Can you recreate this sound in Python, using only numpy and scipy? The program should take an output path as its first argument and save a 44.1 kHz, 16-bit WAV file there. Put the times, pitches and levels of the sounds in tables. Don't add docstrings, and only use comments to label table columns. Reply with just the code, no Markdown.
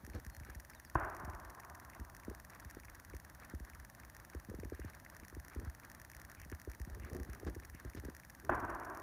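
import sys
import numpy as np
from scipy import signal
from scipy.fft import rfft, irfft
from scipy.io import wavfile

SR = 44100
rng = np.random.default_rng(int(sys.argv[2]) if len(sys.argv) > 2 else 0)


def bounce(signal):
    frames = np.transpose(np.atleast_2d(signal))
    limited = np.clip(frames, -1, 1)
    pcm = np.round(limited * 32767).astype(np.int16)
    wavfile.write(sys.argv[1], SR, pcm)


N = 397782
HZ = np.fft.rfftfreq(N, 1 / SR)
EDGE_HZ = 16300

# [pitch_hz, gain_db]
SKIN_TONE = [(47, -11), (80, 5), (170, -6), (345, -2.5), (450, -7.5), (935, -25.5), (1200, -17.5),
             (1560, -35), (2640, -120)]


def amp(db):
    return 10 ** (np.asarray(db) / 20)


def unit(x):
    return x / np.sqrt(np.mean(x ** 2) + 1e-20)


def read(points, hz):
    f, value = np.transpose(points)
    return np.interp(np.log(hz + 1), np.log(f + 1), value)


def add(mix, s, sound):
    part = mix[max(round(s * SR), 0):][:len(sound)]
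    part += sound[:len(part)]


def clock(length):
    return np.arange(int(length * SR)) / SR


def noise(gain):
    return unit(irfft(rfft(rng.standard_normal(N)) * gain, N))


def drift(rate):
    return noise(np.exp(-(HZ / rate) ** 2))


def causal(gain, size=2048):
    log_gain = irfft(np.log(np.maximum(gain, 1e-5)), N)
    log_gain[1:N // 2] *= 2
    log_gain[N // 2 + 1:] = 0
    click = irfft(np.exp(rfft(log_gain)), N)[:size]
    return click / abs(click).max()


def bell(centre_hz, width_hz):
    return 1 / (1 + ((HZ - centre_hz) / width_hz) ** 2)


def swell(s, length, skew):
    out = np.zeros(N)
    shape = np.sin(np.pi * (clock(length) / length) ** skew)
    add(out, s, shape[max(-round(s * SR), 0):])
    return out


def background(air_db=-61, air_vary_db=1, tremor_db=-65, tremor_hz=60, tremor_vary_db=4, hiss_db=-73.5):
    # [pitch_hz, gain_db]
    air_tone = [(20, -39), (65, 4), (103, -1), (181, -7.5), (318, -10), (370, -15), (395, -25.5),
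                (584, -13), (1000, -14), (1300, -20), (1690, -17.5), (2730, -34.5), (4500, -38.5),
                (5850, -88), (9900, -120)]
    # [pitch_hz, gain_db]
    mic_tone = [(2500, -6), (6500, 1), (7800, -6), (8800, -1), (11800, 4), (12600, -1), (14000, 0),
                (14850, 7), (15400, -3), (16200, -25)]
    air = amp(air_db + air_vary_db * drift(5.8)) * noise(amp(read(air_tone, HZ)))
    tremor = amp(tremor_db + tremor_vary_db * drift(7.4)) * noise(bell(tremor_hz, 25))
    return air + tremor + amp(hiss_db) * noise(amp(read(mic_tone, HZ)))


def hooves(trot_db=-72.5, drag_extra_db=3.5, beat_vary_db=0.5, scuff_extra_db=1.0, skew=0.73,
           clump_db=3, grit_share_db=-18, grit_hz=2050, grit_width_hz=900, grit_clump_db=6):
    first_beat_s, beat_s = .1, .364
    land_s, drag_s, drag_lag_s = 0.37, 0.31, .21
    scuff_s, spray_s = 0.084, 0.11
    # [pitch_hz, gain_db]
    sand_tone = [(120, 1), (300, 2), (700, -3.5), (1100, 2.5), (1650, 5.5), (2100, -4.5), (2700, -22),
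                 (4000, -15.5), (9000, -33)]
    # [start_s, level_db before scuff_extra_db]
    scuffs = [(0.445, -59.5), (2.257, -67), (2.366, -65.5), (2.501, -60.5), (2.587, -65), (2.673, -63),
              (2.744, -65), (2.868, -66), (3.111, -69), (3.232, -66), (3.392, -61.5), (3.486, -62),
              (3.655, -63), (3.736, -67), (3.79, -65), (3.971, -60.5), (4.123, -64.5), (4.197, -65.5),
              (4.302, -64.5), (4.716, -66), (4.85, -60.5), (4.93, -61), (5.122, -65.5), (5.421, -64),
              (5.502, -58.4), (5.609, -63.5), (5.662, -63), (5.814, -63.5), (6.159, -61), (6.281, -60.3),
              (6.574, -64), (6.687, -63.5), (6.873, -68), (7.04, -61), (7.302, -65), (7.771, -59.5),
              (7.849, -62.5), (8.029, -63)]
    # [start_s, level_db of the grit]
    sprays = [(.46, -68), (1.91, -69), (2.5, -72), (2.66, -72), (3.39, -70), (4.72, -71), (4.81, -67),
              (5.49, -70), (6.36, -65.5), (7, -62), (7.29, -71), (7.73, -66)]

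    beats = np.arange(first_beat_s - beat_s, N / SR, beat_s)
    levels = trot_db + beat_vary_db * rng.standard_normal((len(beats), 2))
    trot = np.zeros(N)
    for s, (land_db, drag_db) in zip(beats, levels):
        trot += amp(land_db) * swell(s, land_s, skew)
        trot += amp(drag_extra_db + drag_db) * swell(s + drag_lag_s, drag_s, skew)
    dig = sum(amp(db + scuff_extra_db) * swell(s, scuff_s, skew) for s, db in scuffs)
    spray = sum(amp(db) * swell(s, spray_s, skew) for s, db in sprays)

    sand = unit(noise(amp(read(sand_tone, HZ))) * amp(clump_db * drift(67)))
    grit = noise(bell(grit_hz, grit_width_hz) ** 2)
    grit = unit(grit * amp(grit_clump_db * np.tanh(drift(160))))
    return np.hypot(trot, dig) * sand + np.hypot(amp(grit_share_db) * trot, spray) * grit


def bumps(soft_db=-52, soft_hz=330, hard_db=-41, hard_hz=620, end_share=0.27, sag_s=0.0031,
          knock_peak_s=0.0036, knock_spread=0.07, thud_hz=61, thud_peak_s=0.0136, thud_lag_s=0.0016,
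          scrape_db=-17, scrape_s=0.025):
    # [start_s, knock_db, thud_db of the low swing that follows]
    touches = [(0.033, -44, -48), (0.075, -47, -47), (.091, -49, -47), (0.147, -42.5, -43),
               (0.262, -47.5, -40), (0.37, -57, -42), (0.408, -48.5, -42), (0.487, -48.5, -45),
               (0.555, -50, -40), (1.232, -47, -43), (1.274, -46, -40), (1.329, -52.5, -41.5),
               (1.993, -47.5, -39), (2.01, -47, -54), (2.28, -33.5, -41), (2.311, -41.5, -58),
               (2.65, -50.5, -44.5), (2.768, -41.5, -61), (3.137, -42.5, -39.5), (3.536, -37.5, -37),
               (3.603, -45.5, -40), (4.348, -39, -38), (4.486, -41, -54), (4.496, -40.5, -43),
               (4.514, -43, -46), (4.539, -39.5, -46), (4.587, -37.5, -43), (4.631, -39, -43),
               (4.653, -43.5, -42.5), (4.72, -36, -42), (4.792, -41, -40), (4.845, -42, -41),
               (5.227, -49, -59), (5.326, -47, -46), (5.366, -42, -39.5), (5.561, -38.5, -35),
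               (5.628, -45.5, -43), (5.666, -48, -36), (6.46, -46.5, -52), (6.519, -39.5, -38.5),
               (6.673, -39, -39), (6.801, -46, -35.5), (6.872, -42, -47), (6.907, -50, -40),
               (6.99, -55, -42), (7.028, -54, -40), (7.114, -43, -40), (7.157, -44.5, -57),
               (7.198, -41, -38), (7.288, -41.5, -40), (7.43, -39.5, -42), (7.466, -36, -39),
               (7.483, -33.5, -43), (7.563, -41, -42), (7.745, -47.5, -48), (7.848, -44.5, -38),
               (7.858, -45.5, -43), (7.948, -40.5, -49), (7.971, -45.5, -41), (8.036, -41.5, -44),
               (8.05, -40, -46), (8.084, -36, -61)]
    out, contact, t = np.zeros(N), np.zeros(N), clock(0.16)
    skin = noise(amp(read(SKIN_TONE, HZ)))
    chances = rng.standard_normal((len(touches), 3))
    for (s, knock_db, thud_db), (slack, softness, grip) in zip(touches, chances):
        start_hz = np.interp(knock_db, [soft_db, hard_db], [soft_hz, hard_hz])
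        sag = np.exp(-t / (sag_s * np.exp(grip / 2)))
        knock_hz = start_hz * (end_share + (1 - end_share) * sag)
        rise = t / (knock_peak_s * np.exp(knock_spread * softness))
        shape = (rise * np.exp(1 - rise)) ** 3
        add(out, s, amp(knock_db) * shape * np.sin(2 * np.pi * np.cumsum(knock_hz) / SR))

        add(contact, s, amp(knock_db + scrape_db) * np.exp(-t / scrape_s))

        swing_hz = thud_hz * np.exp(0.11 * slack) * (1 + 2.37 * np.exp(-t / 0.0042))
        rise = t / thud_peak_s
        shape = (rise * np.exp(1 - rise)) ** 2
        add(out, s + thud_lag_s, amp(thud_db) * shape * np.sin(2 * np.pi * np.cumsum(swing_hz) / SR))
    return out + contact * skin


def case_gain(modes):
    return np.sqrt(sum((amp(db) * bell(hz, width)) ** 2 for hz, width, db in modes))


def focus_motor(tick_db=-39.0, vary_db=1, jitter_s=.0002, bounce_share=0.33, bounce_s=0.0039, bounce_db=-3,
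                rattle_db=-24, settle_db=-26, seat_push_db=-13, seat_every=6, spread_s=.0016,
                seat_hz=2200, seat_width_hz=280, seat_db=-51):
    first_step_s, step_s = .0489, .05
    first_check_s = 1.166
    # [pitch_hz, half_width_hz, gain_db]
    case_modes = [(1792, 188, 12.5), (2550, 270, -4.5), (4900, 720, -6), (5720, 290, 4), (6770, 370, 0),
                  (8470, 220, -4), (9880, 280, 0.5), (11900, 2190, -3.5)]
    # [pitch_hz, half_width_hz, gain_db]
    top_modes = [(13000, 900, -5.5), (14800, 900, -13)]
    nudges = [.065, .265, .366, 2.71, 5.282, 5.482, 8.973]
    # [from_s, to_s]
    loose = [(.4, 3.1), (7.5, 8.9)]
    # [first_push_s, last_push_s]
    hunts = [(5.916, 6.816), (7.132, 7.332)]

    steps, pushes = np.arange(first_step_s, N / SR, step_s), np.zeros(N)
    chances = rng.random(len(steps))
    varied = rng.standard_normal((len(steps), 2))
    for s, chance, (jitter, size) in zip(steps, chances, varied):
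        add(pushes, s + jitter_s * jitter, amp([vary_db * size]))
        if chance < bounce_share and any(first < s < last for first, last in loose):
            add(pushes, s + bounce_s, amp([bounce_db]))
        add(pushes, s + .031, amp([settle_db + size]))
    for s in [*nudges, *np.arange(first_check_s, N / SR)]:
        add(pushes, s, np.ones(1))
    for first, last in hunts:
        for s in np.arange(first, last + step_s, 2 * step_s):
            add(pushes, s, np.ones(1))

    seats, seat = np.zeros(N), amp(seat_db) * causal(bell(seat_hz, seat_width_hz))
    for s in steps[1::seat_every]:
        add(seats, s + .0357, seat)
        add(pushes, s + .0357, amp([seat_push_db]))

    ring = causal(case_gain(case_modes + top_modes))
    delay = np.exp(-1j * np.pi * HZ ** 2 * spread_s / EDGE_HZ)
    ring = irfft(rfft(ring, N) * delay, N)[:len(ring)]
    tick = ring.copy()
    for s in (.0039, .0049, .0079):
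        add(tick, s, amp(rattle_db) * ring)
    return amp(tick_db) * signal.oaconvolve(pushes, tick)[:N] + seats


def bird(flutter_db=4.0, warble=0.06):
    # [start_s, length_s, first_hz, last_hz, level_db before the flutter]
    notes = [(0.11, 0.063, 4200, 4330, -75), (0.302, 0.074, 4330, 4230, -73.5),
             (0.71, .024, 5500, 5050, -70), (.734, 0.012, 4950, 4150, -68.5),
             (0.748, 0.041, 4220, 3400, -72), (0.84, 0.041, 5900, 4200, -66.5)]
    out, waver = np.zeros(N), drift(150)
    for s, length, first_hz, last_hz, db in notes:
        hz = np.linspace(first_hz, last_hz, int(length * SR))
        hz = hz + warble * (first_hz - last_hz) * waver[round(s * SR):][:len(hz)]
        fade = signal.windows.tukey(len(hz), .6)
        add(out, s, amp(db) * fade * np.sin(2 * np.pi * np.cumsum(hz) / SR))
    return out * amp(flutter_db * np.tanh(drift(90)))


def rubs(rough_db=4, skew=0.46):
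    # [start_s, length_s, level_db before the roughness, hiss_share_db]
    slides = [(0.139, 0.069, -48, -15.5), (5.581, 0.11, -52, -32), (6.89, 0.99, -57.5, -23),
              (7.117, 0.12, -48.5, -26), (7.465, 0.041, -43.5, -15.5), (7.961, 0.036, -48.5, -10),
              (8.427, 0.13, -54, -29)]
    # [pitch_hz, gain_db]
    hiss_tone = [(700, -35), (1600, 1.5), (2500, -11), (3500, -14.5), (4800, -13), (8000, -25),
                 (14000, -39)]
    grumble, hiss = noise(amp(read(SKIN_TONE, HZ))), noise(amp(read(hiss_tone, HZ)))
    roughness = amp(rough_db * np.tanh(drift(100)))
    out = np.zeros(N)
    for s, length, db, dry_db in slides:
        out += amp(db) * swell(s, length, skew) * (grumble + amp(dry_db) * hiss)
    return roughness * out


def gunshots(early_t60=0.56, lumpy_db=1.5, build_s=0.0022, boom_hz=66, boom_overtone_hz=115, boom_s=0.0091,
             boom_lag_s=0.0017, thump_hz=320, ring_db=-6.0, ring_s=0.0031, rumble_db=-9, return_s=0.05):
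    # [start_s, blast_db before path gain, boom_db, early_echo_db, roll_db, echo_lower_edge_hz, ring_hz]
    shots = [(0.9534, -21.5, -26.5, -39.5, -49, 433, 1030), (8.4938, -18.5, -38, -38.5, -43.5, 290, 662)]
    # [pitch_hz, gain_db]
    blast_tone = [(150, -18.5), (340, 4.5), (490, 3.5), (680, 2.5), (1000, 3), (1320, -1), (1560, 6),
                  (1950, -21), (3000, -29.5), (8000, -83)]
    # [delay_s, gain]
    paths = [(0, .5), (.0012, .8), (.0028, 1), (.0039, .6)]
    # [pitch_hz, gain_db]
    woods_tone = [(60, 4), (180, -1), (345, 9), (490, -7), (660, 4), (830, -1), (1050, 5), (1300, -0.5),
                  (1600, 2.5), (2000, -12), (2600, -24.5), (4000, -46), (8000, -69)]
    # [pitch_hz, fade_s]
    woods_fade = [(100, 2.2), (400, 3.6), (1100, 5.74), (1700, 3.2)]
    # [start_s, level_db]
    returns = [(1.005, -44.5), (8.615, -44.5), (8.685, -46.5), (8.725, -45)]

    out, blast, u = np.zeros(N), causal(amp(read(blast_tone, HZ))), clock(.15)
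    boom = np.sin(2 * np.pi * boom_hz * u) + np.sin(2 * np.pi * boom_overtone_hz * u)
    boom = np.exp(-u / boom_s) * (boom + .5 * np.sin(2 * np.pi * thump_hz * u))
    ring_shape = (u / ring_s * np.exp(1 - u / ring_s)) ** 2
    for s, blast_db, boom_db, early_db, roll_db, edge_hz, ring_hz in shots:
        for delay, gain in paths:
            add(out, s + delay, gain * amp(blast_db) * blast)
        add(out, s, amp(blast_db + ring_db) * ring_shape * np.sin(2 * np.pi * ring_hz * u))
        add(out, s + boom_lag_s, amp(boom_db) * boom)

        low_cut = HZ ** 2 / np.hypot(HZ ** 2, edge_hz ** 2)
        scatter = noise(amp(read(woods_tone, HZ)) * low_cut) * amp(lumpy_db * drift(30))
        scatter += amp(rumble_db) * noise(np.exp(-(HZ / boom_hz - 1) ** 2))
        hz, t, z = signal.stft(scatter, SR, nperseg=512)
        early = amp(early_db - 60 * t / early_t60)
        roll = amp(roll_db - 60 * t / read(woods_fade, hz)[:, None])
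        echoes = signal.istft(z * (early + roll), SR, nperseg=512)[1][:N]
        add(out, s, echoes * (1 - np.exp(-np.arange(N) / SR / build_s)))
        out += scatter * sum(amp(db) * swell(at, return_s, 1) for at, db in returns if s < at < s + 1)
    return out


def clicks(burst_s=0.0026, width_hz=700):
    # [start_s, peak_db, ring_hz]
    taps = [(2.883, -48, 1720), (4.817, -44.5, 1630), (5.062, -43.5, 1830), (5.3252, -48, 1100),
            (6.525, -41, 1720), (7.972, -51, 1700)]
    out, t = np.zeros(N), clock(.02)
    for s, db, hz in taps:
        ring = causal(bell(hz, width_hz) ** 2)
        burst = rng.standard_normal(len(t)) * np.exp(-t / burst_s)
        click = signal.fftconvolve(ring, burst)
        add(out, s, amp(db) * click / abs(click).max())
    return out


def scene():
    phone = background() + focus_motor() + bumps() + rubs()
    arena = hooves() + clicks() + gunshots() + bird()
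    return (phone + arena)[None]


def record(dry, bass_hz=38):
    bass_cut = signal.butter(4, bass_hz, "high", fs=SR, output="sos")
    cut = signal.sosfilt(bass_cut, dry)
    limit = signal.firwin(511, EDGE_HZ, window=("kaiser", 9), fs=SR)
    return signal.oaconvolve(cut, limit[None], "same")


dry = scene()
out = record(dry)
bounce(out)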